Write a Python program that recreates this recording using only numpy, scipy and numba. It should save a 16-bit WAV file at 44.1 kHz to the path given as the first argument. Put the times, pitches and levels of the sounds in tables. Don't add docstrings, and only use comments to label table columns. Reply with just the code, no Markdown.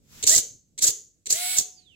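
import sys
import numpy as np
from scipy import signal
from scipy.fft import rfft, irfft
from scipy.io import wavfile
from scipy.ndimage import uniform_filter1d
from numba import njit

SR = 44100
rng = np.random.default_rng(int(sys.argv[2]) if len(sys.argv) > 2 else 0)


def log_audio(samples):
    frames = np.atleast_2d(samples).T
    limited = np.clip(frames, -1, 1)
    pcm = np.round(limited * 32767).astype(np.int16)
    wavfile.write(sys.argv[1], SR, pcm)


def undo_db(level):
    steps = np.asarray(level, float) / 20
    return 10 ** steps


N = 85995
T = np.arange(N) / SR


def curve(rows, col=1):
    return np.interp(T, [r[0] for r in rows], [r[col] for r in rows])


def unit(x):
    return x / np.sqrt(np.mean(x ** 2))


def noise():
    return rng.standard_normal(N)


def fade(start_s, fall_s):
    return np.exp(-np.clip(T - start_s, 0, None) / fall_s) * (T > start_s)


def turning(hz, wobble, rate):
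    return 2 * np.pi * np.cumsum(hz * (1 + wobble * walk(rate))) / SR


@njit
def svf(x, hz, width):
    y, b, l = np.empty(len(x)), 0., 0.
    g, k = np.tan(np.pi * hz / SR), width / hz
    for i in range(len(x)):
        v = (b + g * (x[i] - l)) / (1 + g * (g + k))
        b, l, y[i] = 2 * v - b, l + 2 * g * v, k * v
    return y


def body(x, peaks):
    return sum((-1) ** k * undo_db(db) * svf(x, 1. * f, 1. * w) for k, (f, w, db) in enumerate(peaks))


def walk(rate):
    k = int(SR / rate)
    steps = np.repeat(rng.standard_normal(N // k + 1), k)
    return 1.4 * uniform_filter1d(uniform_filter1d(steps, k), k)[:N]


def hiss(points):
    p = np.array(points, float)
    f = np.fft.rfftfreq(N, 1 / SR) + 1
    colour_db = np.interp(np.log(f), np.log(p[:, 0]), p[:, 1], left=-90, right=-90)
    return unit(irfft(rfft(noise()) * undo_db(colour_db), N))


def pan(x, db, lag_ms=0.):
    f = np.fft.rfftfreq(N, 1 / SR)
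    half_turn = np.pi * f * lag_ms / 1000
    return np.array([irfft(rfft(x) * np.exp(-1j * half_turn * s), N) * undo_db(s * db / 2) for s in (1, -1)])


# [twitch t/s, spin-up t/s, brake t/s, top electrical f/Hz, twitch level/dB, tick level/dB]
BLIPS = [
    (.227, 0.264, .348, 722, -24.5, 4),
    (.778, 0.811, 0.869, 705, -30, -3.5),
    (1.258, 1.290, 1.568, 741, -32.5, -1),
]


def speed():
    rise_s, settle_s, settle_share, brake_s = .027, .08, .07, .042
    hz = np.zeros(N)
    for _, on, off, top, *_ in BLIPS:
        u = np.clip(T - on, 0, off - on)
        climb = 1 - (1 - settle_share) * np.exp(-u / rise_s) - settle_share * np.exp(-u / settle_s)
        hz += top * climb * np.exp(-np.clip(T - off, 0, None) / brake_s)
    return hz


# [t/s, level/dB]
STRAIN = [
    [(.262, -46.5), (.267, -30.5), (.276, -17), (.29, -15.5), (.31, -21), (.33, -15.5), (.362, -24),
     (.385, -17.5), (.41, -30)],
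    [(.81, -45), (.823, -19.5), (.835, -18), (.846, -18), (.856, -23), (.87, -22), (.879, -18.5),
     (.895, -22), (.92, -44.5)],
    [(1.292, -49), (1.304, -18.5), (1.316, -20.5), (1.328, -22), (1.34, -28), (1.37, -36.5)],
    [(1.566, -40), (1.572, -28), (1.579, -28), (1.588, -20), (1.6, -23.5), (1.626, -34), (1.64, -47)],
]
# [t/s, level/dB]
KNOCKS = [(0.267, -20.5), (.2737, -10.5), (0.2942, -15.5), (0.3027, -18), (0.313, -15.5), (0.349, -16),
          (0.361, -11.5), (0.379, -17), (0.8232, -17), (0.8417, -17.5), (0.847, -27), (0.8762, -22),
          (0.883, -25), (0.904, -24), (1.3054, -21), (1.325, -19), (1.5735, -24), (1.5844, -15),
          (1.597, -25)]


def spin_strain():
    force = 0
    for rows in STRAIN:
        start, end = rows[0][0] - .004, rows[-1][0] + 0.025
        force = force + undo_db(curve([(start, -90)] + list(rows) + [(end, -90)]))
    ticks = sum(undo_db(-23.5) * fade(b[2], 0.0081) for b in BLIPS)
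    knocks = sum(undo_db(db) * fade(s, 0.0034) for s, db in KNOCKS)
    return force + ticks + knocks


# [t/s after its start, level/dB]
TWITCH = [(0, -39.5), (.001, -14), (.008, -0.5), (.014, 5), (.022, -10.5), (.036, -5), (.045, -27.5)]


def twitch_strain():
    force = 0
    for s, _, _, _, db, tick_db in BLIPS:
        shape = [(s - .001, -90)] + [(s + a, b) for a, b in TWITCH] + [(s + 0.05, -90)]
        force = force + undo_db(db + curve(shape)) + undo_db(db + tick_db) * fade(s, 0.0026)
    return force


# [f/Hz, width/Hz, depth 0-1]
WHIRR_DIPS = [(9500, 260, 1), (8330, 160, .6)]


def dips(x):
    return x - sum(np.clip(d, 0, 1) * svf(x, 1. * f, 1. * w) for f, w, d in WHIRR_DIPS)


ORDER = (1, 2, 3, 12, 14, 15, 28)
TONES = [-30, -36, -28, -25, -6, -16, -20]
# [f/Hz, width/Hz, level/dB]
BELL = [(343, 99, -18), (489, 12, -15.5), (637, 56, -20.5), (1924, 960, -23), (4270, 1180, -8.5),
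        (6253, 790, -1), (7127, 456, 3), (7717, 530, 1.5), (9400, 1700, -9.5), (14000, 3700, -14.5)]
# [f/Hz, width/Hz, level/dB]
TWITCH_BODY = [(334, 130, -14), (2143, 323, -9.5), (4170, 610, -2.5), (6040, 380, 1.5), (7430, 1000, 2),
               (9100, 560, -9)]
# [f/Hz, level/dB per Hz]
WHIRR = [(59, -64), (100, -25), (621, -27), (721, -21.5), (991, -25.5), (2220, -8), (6840, -9.5),
         (7610, -7.5), (16000, -11)]
# [f/Hz, width/Hz, level/dB]
BELL_RING = [(3993, 830, -44.5), (7600, 36, -49.5)]


def motor(hz, spins, twitches):
    phase = turning(hz, 0.0012, 60) + 6 * rng.random()
    once_a_turn = np.sin(phase / 7)
    run = (hz / 738) ** 3.0
    rasp = noise() * undo_db(1.4 * walk(500) + 0.63 * once_a_turn)
    forced = 0
    for k, db in zip(ORDER, TONES):
        tone = undo_db(db + min(k, 5.0) * walk(70)) * np.sin(k * phase) * (k * hz < 16000)
        forced = forced + tone / (1 + (k * hz / 8300) ** 10)
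    forced = forced * np.clip(hz / 600, 0, 1) ** 2.0
    rough = unit(body(rasp, BELL)) * spins + unit(body(rasp, TWITCH_BODY)) * twitches
    out = undo_db(-4.0) * rough + undo_db(6.0) * body(forced * spins, BELL)
    whirr_db = -34.5 + 0.5 * walk(300) + 2.0 * once_a_turn
    out = out + run * undo_db(whirr_db) * dips(hiss(WHIRR))
    ringing = sum(undo_db(db + 4.5) * unit(svf(noise(), 1. * f, 1. * w)) for f, w, db in BELL_RING)
    return out + run ** 2 * ringing


# [speed share, level/dB, pan/dB, port lag/ms]
MOTORS = [(1.0, -3.5, 6.5, 0.092), (.986, -1.5, -11.5, -0.2616), (1.002, -5, 7, 0.592)]


def motors(hz, spins, twitches):
    return sum(pan(undo_db(db) * motor(hz * share, spins, twitches), side, lag) for share, db, side, lag in MOTORS)


RUN_DB = (-40, -52, -42, -40, -39, -45, -62)
PULL_DB = (-20, -44, -21)
# [t/s, level/dB]
HUM_EASE_DB = [(1.46, 0), (1.51, -9)]
# [t/s, level/dB]
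PULLS = [(.2, 0), (.5, 0), (.7, -6), (1.1, -6), (1.2, -10)]


def song(hz, spins, hum_db, whine_db):
    phase = turning(hz, .002, 90)
    powered = uniform_filter1d(1. * (np.gradient(hz) >= 0), size=200)
    held = 0
    for k, db in zip(ORDER, RUN_DB):
        extra_db = hum_db + curve(HUM_EASE_DB) if k == 1 else whine_db
        held = held + undo_db(db + extra_db + 2 * walk(30)) * np.sin(k * phase)
    pull = sum(undo_db(db + whine_db + 2 * walk(60)) * np.sin(k * phase) for k, db in zip(ORDER, PULL_DB))
    effort = uniform_filter1d(spins, size=900) * undo_db(curve(PULLS))
    return powered * ((hz / 735) ** 9 * held + effort * (hz / 620) ** 5 * pull)


# [speed share, hum level/dB, whine level/dB, pan/dB, port lag/ms]
VOICES = [(1.0, -14, 1, -2, 0.), (.986, 4, -8, 1, .4)]


def songs(hz, spins):
    return sum(pan(song(hz * share, spins, hum, whine), side, lag) for share, hum, whine, side, lag in VOICES)


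# [t/s, level/dB]
RING_DB = [(1.33, -85), (1.36, -30), (1.41, -40), (1.43, -30.5), (1.565, -26), (1.575, -81.5)]


def ring():
    return undo_db(curve(RING_DB) + 1.5 * walk(38)) * np.sin(turning(7810, 0.00042, 88))


# [t/s, electrical f/Hz]
COAST_HZ = [(1.68, 515), (1.73, 480), (1.776, 400), (1.832, 341), (1.91, 251), (1.96, 208)]
# [t/s, level/dB]
COAST = [(1.6, -130), (1.7, -75), (1.73, -64), (1.75, -72), (1.77, -68), (1.8, -59), (1.832, -63),
         (1.866, -65), (1.96, -68)]
COAST_ORDER = (2.0, 9, 12, 14, 24)
COAST_DB = [-8, -22, 2, -12, -24]
# [f/Hz, width/Hz, level/dB]
COAST_BODY = [(900, 120, 0), (3600, 2500, 0), (6250, 250, 9), (8900, 500, 6)]


def coast():
    phase = turning(curve(COAST_HZ), .006, 150)
    tones = sum(undo_db(db + 4 * walk(50)) * np.sin(k * phase) for k, db in zip(COAST_ORDER, COAST_DB))
    bearing = undo_db(-11) * unit(svf(noise(), 2800., 2200.0))
    return body(tones + bearing, COAST_BODY) * undo_db(curve(COAST))


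# [t/s, level/dB]
JOLTS = [(0.237, -38.5), (0.272, -44.5), (0.301, -44), (0.357, -35.5), (.378, -40), (.79, -52.5),
         (0.828, -46.5), (.85, -45.5), (0.884, -39.5), (1.269, -50), (1.302, -45), (1.325, -44),
         (1.584, -40), (1.6, -50)]
# [f/Hz, width/Hz, level/dB]
JOLT_MODES = [(86, 82, 1), (166, 190, -1.5), (445, 120, -1)]


def jolts():
    push = sum(undo_db(db) * fade(s, 0.012) for s, db in JOLTS)
    return undo_db(19.0) * body(push * noise(), JOLT_MODES)


def bench():
    t = T - BLIPS[-1][2]
    level = undo_db(-48 + walk(25) - 60 * np.abs(t) / .62)
    return level * np.clip(t / .01, 0, 1) * np.sin(2 * np.pi * 727 * t)


@njit
def walls(x, lags, gain, damp):
    line, soft, out = np.zeros((8, 4096)), np.zeros(8), np.zeros((2, len(x)))
    for i in range(len(x)):
        total = 0.
        for k in range(8):
            soft[k] += (1 - damp) * (gain[k] * line[k, (i - lags[k]) & 4095] - soft[k])
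            total += soft[k]
            out[k % 2, i] += soft[k]
        for k in range(8):
            line[k, i & 4095] = x[i] + soft[k] - total / 4
    return out


def echo(x, t60_s, damp, db):
    lags = rng.integers(350, 2200, 8)
    return undo_db(db) * walls(x, lags, undo_db(-60 * lags / SR / t60_s), float(np.clip(damp, 0, .9)))


def room_tail(near):
    room_peaks = [(302, 180, -6.5), (546, 37, -7), (3850, 3300, -12.5), (6640, 1100, 0.0)]
    nook_peaks = [(440.0, 220, 1), (1340, 630, -3.0), (3000, 1000, 0.0), (11200, 10200, -4.5)]
    air_peaks = [(10500, 3200, -3.0), (14500, 3300, -2.5)]
    room = echo(body(near[0], room_peaks), 0.37, 0.071, -12.5)
    nook = echo(body(near[1], nook_peaks), 0.3, 0.24, -13.5)
    air = echo(body(near[1], air_peaks), .3, 0, -20)
    return room + nook + air


# [f/Hz, level/dB per Hz]
OPEN_HISS = [(290, -27.5), (500, -13), (2930, -9), (3650, -7.5), (3810, -9), (7640, -4), (8830, -21),
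             (11300, -10.5), (16000, -14.5)]
# [t/s, level/dB]
OPEN_HISS_DB = [(0, -79), (.08, -65.5), (.13, -52), (.22, -47), (.3, -82)]


def opening_hiss():
    return undo_db(curve(OPEN_HISS_DB)) * np.array([hiss(OPEN_HISS), hiss(OPEN_HISS)])


# [f/Hz, level/dB per Hz]
HUM = [(15, -43), (25, -5), (123, -0.5), (275, -7.5), (575, -20.5), (1220, -48.5), (1330, -50),
       (1500, -44.5), (1950, -73), (3300, -120)]
# [t/s, level/dB]
HUM_FADE_DB = [(0, 6), (.25, 10), (.7, -3), (1.2, -5), (1.95, -3.5)]


def hum():
    level = undo_db(-68 + curve(HUM_FADE_DB) + 2 * walk(18))
    return level * (pan(hiss(HUM), -2.3) + 0.83 * np.array([hiss(HUM), hiss(HUM)]))


def scene():
    hz = speed()
    spins, twitches = uniform_filter1d(np.array([spin_strain(), twitch_strain()]), size=30)
    near = motors(hz, spins, twitches) + songs(hz, spins)
    near = near + pan(ring(), -2, 0.039) + pan(coast(), -14, 0.25)
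    near = near + pan(jolts(), -11.5) + undo_db(-1.0) * np.array([jolts(), jolts()])
    return near + room_tail(near) + pan(bench(), 1, VOICES[1][4]) + opening_hiss() + hum()


def band_limit(x):
    return signal.sosfilt(signal.butter(12, 17010, fs=SR, output="sos"), x)


def record(dry):
    rounded = np.tanh(dry / 1.489) * 1.48
    top_cut = signal.ellip(10, .3, 70, 15900, fs=SR, output="sos")
    mix = signal.sosfilt(top_cut, rounded)
    return band_limit(mix)


dry = scene()
out = record(dry)
log_audio(out)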